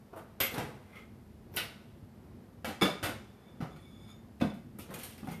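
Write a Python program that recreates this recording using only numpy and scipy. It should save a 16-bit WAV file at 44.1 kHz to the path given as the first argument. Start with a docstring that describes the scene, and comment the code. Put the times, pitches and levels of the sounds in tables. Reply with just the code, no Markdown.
"""A freezer door is pulled open across a tiled kitchen: a fan hums throughout, as noise rumble and air.
First come knocks (noise rattles and swinging panels), a clink of the handle and jars chattering in the
door bins (noise through resonances), amid rubbing (grainy noise). Then a bowl is set and slid on a wire
shelf (resonances struck and driven by noise), and knocks and rubbing end the scene. The microphone hears
direct sound and kitchen reverberation about equally, the booms nearly dry, with some recorder hiss."""
import sys
import numpy as np
from scipy import signal
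from scipy.fft import rfft, irfft, next_fast_len
from scipy.io import wavfile
from scipy.ndimage import uniform_filter1d, map_coordinates

SR = 44100
rng = np.random.default_rng(int(sys.argv[2]) if len(sys.argv) > 2 else 0)


def log_audio(samples):
    """Write samples as a 16-bit WAV file to the path given in sys.argv[1]."""
    # one column per channel
    frames = np.atleast_2d(samples).T
    # limit to full scale, then quantise
    limited = np.clip(frames, -1, 1)
    pcm = np.round(limited * 32767).astype(np.int16)
    wavfile.write(sys.argv[1], SR, pcm)


N = 238140


def knocks():
    """Each knock is a short rattle of contacts that rings the liner; its slow push booms in the cabinet."""
    # things knocking inside: t/s, clack level/dB, boom level/dB, boom f/Hz,
    # body and treble level/dB (tilts of the clack's colour), contact fade/ms (held to 2-60)
    knock_rows = [(0.1286, -53, -51, 221, 15, -17, 18), (0.16, -50, -55, 101, 12.5, -5.5, 26),
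                  (0.401, -14, -47, 62, -13.5, -12, 14), (0.4072, -9, -40, 104, -13.5, -33, 5.1),
                  (0.4357, -28, -48, 216, -28, -11, 16), (0.539, -25, -41, 240, -8, -15, 7.6),
                  (0.579, -20, -30, 151.7, 1, -15, 5), (0.5942, -47, -37, 142, -5, -27, 10),
                  (0.7492, -61, -50, 90, 2, -34, 7.2), (0.9539, -44.5, -49, 182, -19, -18, 24),
                  (1.561, -27.5, -58, 62, -13.5, 2.5, 8.2), (1.567, -13.5, -47, 153, -19.5, -35, 14.5),
                  (1.6113, -40, -49, 180, -1, -36, 18), (1.6344, -44, -52, 150, 6, 0, 7.6),
                  (2.0285, -72, -43, 96, -14, -19, 15), (2.6444, -25, -40.5, 203, -4.5, -16, 18),
                  (2.678, -31.5, -36, 223, -2.5, -15.5, 23.5), (2.815, -17.5, -31, 356, -2.5, -22, 17),
                  (2.827, -22.5, -22.5, 198, -2.5, -14, 23.4), (2.8491, -21, -30.5, 283, -4, -23.5, 10),
                  (3.027, -20.5, -42.5, 338, -7.5, -17, 14.7), (3.0362, -22, -31, 107, -4, -12.5, 19.4),
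                  (3.0906, -29, -38.5, 237, -8, -13, 8), (3.6042, -38.5, -34, 218, 2.5, -22.5, 31.6),
                  (3.6246, -44, -32, 159.4, 8, -17, 14), (3.7598, -44.5, -52, 214, -1, -17, 9.6),
                  (4.3993, -32, -44, 152, -14, -23, 8), (4.4103, -23.5, -31.5, 230, -1.5, -26, 6.8),
                  (4.4218, -25.5, -18, 219, 8, -17, 3.1), (4.4496, -40, -23.5, 216.4, -12, -15, 10.5),
                  (4.535, -52, -47.5, 217, -22, -12, 29), (4.785, -38.5, -50, 192, 3.5, 2.5, 5.2),
                  (4.792, -36.5, -39, 235, -40, -11, 20.5), (4.9006, -45.5, -38.5, 194, 2.5, -10, 71),
                  (4.9376, -27, -44.5, 149, -14, -8, 7.4), (4.984, -35.5, -44, 228, -30, -10.5, 37),
                  (5.032, -29.5, -44, 99, -14.5, -4, 10.6), (5.0843, -45, -46, 205, -26, -9, 77),
                  (5.1774, -37, -52, 98, -14, -13, 10), (5.2299, -47, -39, 235, 9.5, -15, 6),
                  (5.2437, -45.5, -40, 223, -8, -14, 21), (5.2707, -40, -44.5, 255, 12, -8, 6.2),
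                  (5.2845, -36, -35.5, 165, -5, -19, 12.6), (5.3098, -40, -41, 171, -19, -8, 18)]
    # plastic liner that every knock rings: f/Hz, width/Hz, level/dB (before scatter)
    liner_modes = [(612, 75, -5), (696, 125, -6), (1190, 124, -2), (1470, 130, -1.5), (2044, 70, -4),
                   (2368, 90, -4.5)]
    # cabinet panels: f/Hz, width/Hz, level/dB
    cabinet_modes = [(68.3, 19, -16.5), (101.4, 17, 0.5), (138, 21, -2), (221.8, 45, -1.5), (307, 26, 13),
                     (420, 31, -10)]
    liner_scatter_db = 2.5  # each knock wakes the modes differently
    boom_fade_s = 0.016
    clack_delay_s = 0.000934  # direct clack behind the start of the liner's ring
    length = SR // 2
    t = np.arange(length) / SR
    out = np.zeros(N + length)
    for s, db, boom_db, boom_hz, body_db, treble_db, contact_ms in knock_rows:
        contact_s = np.clip(contact_ms, 2, 60) / 1000
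        fade = (1 - np.exp(-t / 0.0016)) * np.exp(-t / contact_s)
        # the roughness takes a new level every 64 samples
        roughness = amp(3.0 * rng.standard_normal(length // 64 + 1)).repeat(64)[:length]
        rattle = rng.standard_normal(length) * roughness * fade
        rattle = amp(db) * rattle * np.linalg.norm(fade) / np.linalg.norm(rattle)

        # clack colour: f/Hz, level/dB
        colour = [(120, body_db - 5), (300, body_db + 5), (600, body_db + 10.5), (1100, body_db + 1),
                  (2500, -2.5), (4500, -9.0), (7000, treble_db / 2 - 3), (10000, treble_db),
                  (13000, treble_db + 4.0)]
        ring = modes([(hz, width, level + liner_scatter_db * rng.standard_normal())
                      for hz, width, level in liner_modes])

        def clack_response(hz):
            """Coloured direct clack plus the ringing liner."""
            return amp(along(colour, hz)) * (np.exp(-2j * np.pi * hz * clack_delay_s) + ring(hz))

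        clack = filtered(rattle, clack_response)
        # the nearest panel swings a few cycles and shakes the others
        push = np.exp(-t / boom_fade_s) * np.sin(2 * np.pi * boom_hz * t)
        boom = amp(boom_db) * (push + 0.47 * filtered(push, modes(cabinet_modes)))
        heard = kitchen(clack, direct_db=-2.0) + boom + amp(-5.5) * kitchen(boom, direct_db=-49)
        out[round(s * SR):][:length] += heard
    return out[:N]


def shelf():
    """The wires ring when struck and sing while the bowl slides; hard pressure wakes the upper modes."""
    # blows on the wire shelf: t/s, force level/dB
    blow_rows = [(2.8124, 11.5), (2.8214, 19), (2.828, 10.5), (2.8444, -6), (2.8994, 5), (4.0906, -16),
                 (4.4134, 1), (4.44, -8), (4.5, -11)]
    # two slides of the bowl on the wires: t/s, pressure level/dB
    slide_curves = [
        [(3.25, -64), (3.35, -64), (3.486, -56), (3.58, -61)],
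        [(3.7, -53), (3.92, -51.5), (4.06, -50), (4.09, -44), (4.115, -43.5), (4.15, -77)],
    ]
    # ringing wires: f/Hz, width/Hz, level/dB
    wire_modes = [(1250, 100, -7), (2270, 60, -4), (3445, 35, -3), (3520, 35, -2), (3595, 35, -1),
                  (5050, 70, -8), (6750, 60, -14), (6930, 60, -18), (8720, 90, -19), (10800, 70, -19),
                  (12400, 80, -25), (13100, 150, -27)]
    firm_db = -50  # pressure at which the upper modes are driven upper_db over the lower
    upper_db, upper_grows = 6.5, 0.48  # dB; extra dB per dB of pressure
    press_db = level_curve(*slide_curves)

    def force(hz):
        """Driving force on a mode, from the pressure of the bowl."""
        if hz < 6000:
            return amp(press_db)
        return amp(press_db + upper_db + upper_grows * (press_db - firm_db))

    singing = chattered(wire_modes, force, uneven_db=3.0, rate=26)
    return kitchen(singing + struck(blow_rows, wire_modes), direct_db=2.5)


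def bins():
    """Jars in the door bins chatter when the door swings or stops; the handle clinks."""
    # jolts of the door bins: peak t/s, force level/dB, rise/ms, fall/ms (20 dB each)
    jolt_rows = [(0.439, -15.5, 8.5, 24), (0.554, -30, 37, 8), (0.965, -33.5, 81, 91), (1.6, -37, 30, 100),
                 (5.335, -30.5, 38, 25)]
    # door bins with their jars: f/Hz, width/Hz, level/dB
    bin_modes = [(1050, 22.5, -15), (1268, 46, -3.5), (2060, 38, 1), (2145, 50, -4.5), (2390, 150, -14),
                 (2970, 100, -16), (3343, 33, -7)]
    # clinks of the door handle: t/s, force level/dB
    clink_rows = [(0.403, 22.5), (0.4344, 18.5)]
    # door handle: f/Hz, width/Hz, level/dB
    handle_modes = [(11790, 20, 0), (12160, 20, 0), (12470, 30, -5), (12830, 40, -6), (13050, 50, -5)]
    jolts = sum(swell(*row) for row in jolt_rows)
    chatter = chattered(bin_modes, lambda hz: jolts, uneven_db=5.5, rate=45)
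    return kitchen(chatter + struck(clink_rows, handle_modes), direct_db=-2.5)


def rubbing():
    """Seal, hands and packets rub: dense uneven grains of noise, a dull part and a crisp part."""
    # rubs: peak t/s, level/dB, rise/ms, fall/ms (20 dB each), crisp level/dB over the dull
    rub_rows = [(0.185, -56, 49, 43, -12), (0.58, -42, 102, 134, -27), (0.966, -63.5, 310, 150, -8),
                (1.572, -41.5, 30, 11, 11), (4.946, -56.5, 170, 170, -6), (5.045, -73, 83, 170, 7),
                (5.21, -62, 140, 15, -3), (5.3, -59.5, 15, 220, 5)]
    low = sum(swell(*row[:-1]) for row in rub_rows)
    high = sum(amp(row[-1]) * swell(*row[:-1]) for row in rub_rows)
    # about 90 scattered snaps a second, each spread over 60 samples
    snaps = (rng.random(N) < 90 / SR) * rng.exponential(52, N)
    crackle = uniform_filter1d(snaps, size=60)
    grain = amp(1.5 * wobble(40) + 1.2 * wobble(200)) * (1 + crackle)
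    dull = noise([(150, -8.0), (400, 4.5), (1500, -7.5), (4000, -17), (7000, -22.5)])
    crisp = noise([(3000, -16), (6000, 4.0), (9000, -27.5), (14000, 16.5)])
    return kitchen(grain * (low * dull + high * crisp), direct_db=0.5)


def gust():
    """Deep puff of air, as swelling noise, that is over before 0 s; practically silent in the scene."""
    # puff of air at the door: peak t/s, level/dB, rise/ms, fall/ms (20 dB each)
    puff = (-0.54, -39.5, 63, 144)
    return swell(*puff) * noise([(15, -25), (30, -12.0), (68, -1), (100, 10.0), (160, -35), (400, -120)])


def fan():
    """Rumble and air of the cooling fan: two coloured noises, slightly unsteady."""
    # rumble of the fan before its wobble: t/s, level/dB
    hum_curve = [(0, -59.5), (.8, -54), (1.3, -56.5), (2.6, -52.5), (3.4, -54.5), (3.9, -50.5),
                 (4.3, -54.5), (5.4, -52.5)]
    # rumble spectrum: f/Hz, relative level/dB per Hz
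    rumble_spectrum = [(12, -55), (20, -29.5), (27, -42), (43, 0.5), (97, -2), (177, -8), (208, -1),
                       (248, -4), (276, -14), (348, -9.5), (382, -13.5), (414, -17.5), (500, -34),
                       (650, -71), (1100, -120)]
    # air spectrum: f/Hz, relative level/dB per Hz
    air_spectrum = [(240, -44), (400, -7.5), (894, -14.5), (1190, -18), (1290, -19), (2120, -22.5),
                    (6000, -40.5), (7800, -71), (13200, -120)]
    air_db = -64.5  # about which the air wobbles
    rumble = amp(level_curve(hum_curve) + 2.1 * wobble(6)) * noise(rumble_spectrum)
    air = amp(air_db + 1.57 * wobble(4.234)) * noise(air_spectrum)
    return rumble + air


def kitchen(x, direct_db):
    """Direct sound over a tail that builds up, dies at its own speed per band and lingers from the next room."""
    # decay of the tiled kitchen: f/Hz, t60/s
    decay = [(100, 0.57), (300, 0.26), (1000, 0.34), (3000, 0.32), (7000, .33), (13000, 0.18)]
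    hz, t, z = signal.stft(rng.standard_normal(SR // 2), SR, nperseg=256)
    fall_db = -60 * t / along(decay, hz)[:, None]
    next_room_db = 0.34 * fall_db - 19.5  # fainter and slower to die
    tail = signal.istft(z * (amp(fall_db) + amp(next_room_db)), SR, nperseg=256)[1]
    tail = tail * (1 - np.exp(-np.arange(len(tail)) / SR / 0.00061))
    tail = tail / np.linalg.norm(tail)
    tail[0] = amp(direct_db)  # against a tail of energy 1
    return signal.fftconvolve(x, tail)[:len(x)]


def struck(events, table):
    """A sharp blow at each (t/s, level/dB) rings a set of resonances."""
    blows = np.zeros(N)
    for s, db in events:
        blows[round(s * SR)] += amp(db)
    return filtered(blows, modes(table))


def chattered(table, force, uneven_db, rate):
    """Noisy slips drive each resonance, which swells and fades on its own as the contact point wanders."""
    out = np.zeros(N)
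    for mode in table:
        slips = force(mode[0]) * amp(uneven_db * wobble(rate)) * rng.standard_normal(N)
        out += filtered(slips, modes([mode]))
    return out


def modes(table):
    """Causal response of a set of resonances (f/Hz, width/Hz, level/dB), alternating in sign."""
    def response(f):
        """Sum of the resonances at frequency f."""
        total = 0
        for k, (centre, width, db) in enumerate(table):
            damping = 1j * f * width
            total = total + (-1) ** k * amp(db) * damping / (centre * centre - f * f + damping)
        return total
    return response


def swell(s, db, rise_ms, fall_ms):
    """Gain that climbs 20 dB in the rise time to its peak and loses 20 dB in the fall time."""
    ms = 1000 * (np.arange(N) / SR - s)
    return amp(db - 20 * np.where(ms < 0, -ms / rise_ms, ms / fall_ms))


def level_curve(*tables):
    """Level in dB for every sample from (t/s, level/dB) points; -120 dB outside the tables."""
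    t = np.arange(N) / SR
    out = np.full(N, -120.)
    for rows in tables:
        s, db = np.transpose(rows)
        inside = (t >= s[0]) & (t <= s[-1])
        out[inside] = np.interp(t[inside], s, db)
    return out


def wobble(rate):
    """A smooth random curve, rate knots a second."""
    knots = rng.standard_normal(int(N * rate / SR) + 4)
    return map_coordinates(knots, [np.arange(N) * rate / SR])


def noise(spectrum):
    """Coloured noise of rms 1."""
    return unit(filtered(rng.standard_normal(N), lambda hz: amp(along(spectrum, hz))))


def filtered(x, response):
    """x through a complex response of frequency."""
    n = x.shape[-1]
    m = next_fast_len(n + SR // 4)
    return irfft(rfft(x, m) * response(np.fft.rfftfreq(m, 1 / SR)), m)[..., :n]


def along(points, hz):
    """Interpolates (f/Hz, value) points on a log frequency axis."""
    f, v = np.transpose(points)
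    return np.interp(np.log(hz + 1), np.log(f + 1), v)


def amp(db):
    """dB to gain."""
    return 10 ** (np.asarray(db) / 20)


def unit(x):
    """Scaled to rms 1."""
    return x / np.sqrt(np.mean(x ** 2) + 1e-20)


def scene():
    """All sources in one channel."""
    return (knocks() + shelf() + bins() + rubbing() + gust() + fan())[None]


def record(dry):
    """Microphone colour, recorder hiss and band limit."""
    # microphone response: f/Hz, level/dB
    mic_colour = [(30, -14), (100, 3), (4000, -1.5), (6000, -5), (7700, -6), (9000, 0), (12500, -1),
                  (14000, -5)]
    # recorder hiss spectrum: f/Hz, relative level/dB per Hz
    hiss_spectrum = [(1760, -21), (3000, 3), (5050, 4), (6200, 0.5), (8560, 0), (13400, 3.5), (14200, -2),
                     (14500, -16)]
    hiss_db, top_hz = -75.5, 14150  # hiss before the band limit; middle of a 300 Hz wide slope
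    heard = filtered(dry, lambda hz: amp(along(mic_colour, hz)))
    heard = heard + amp(hiss_db) * noise(hiss_spectrum)
    return filtered(heard, lambda hz: np.clip((top_hz - hz) / 300 + .5, 0, 1) ** 2)


dry = scene()
out = record(dry)
log_audio(out)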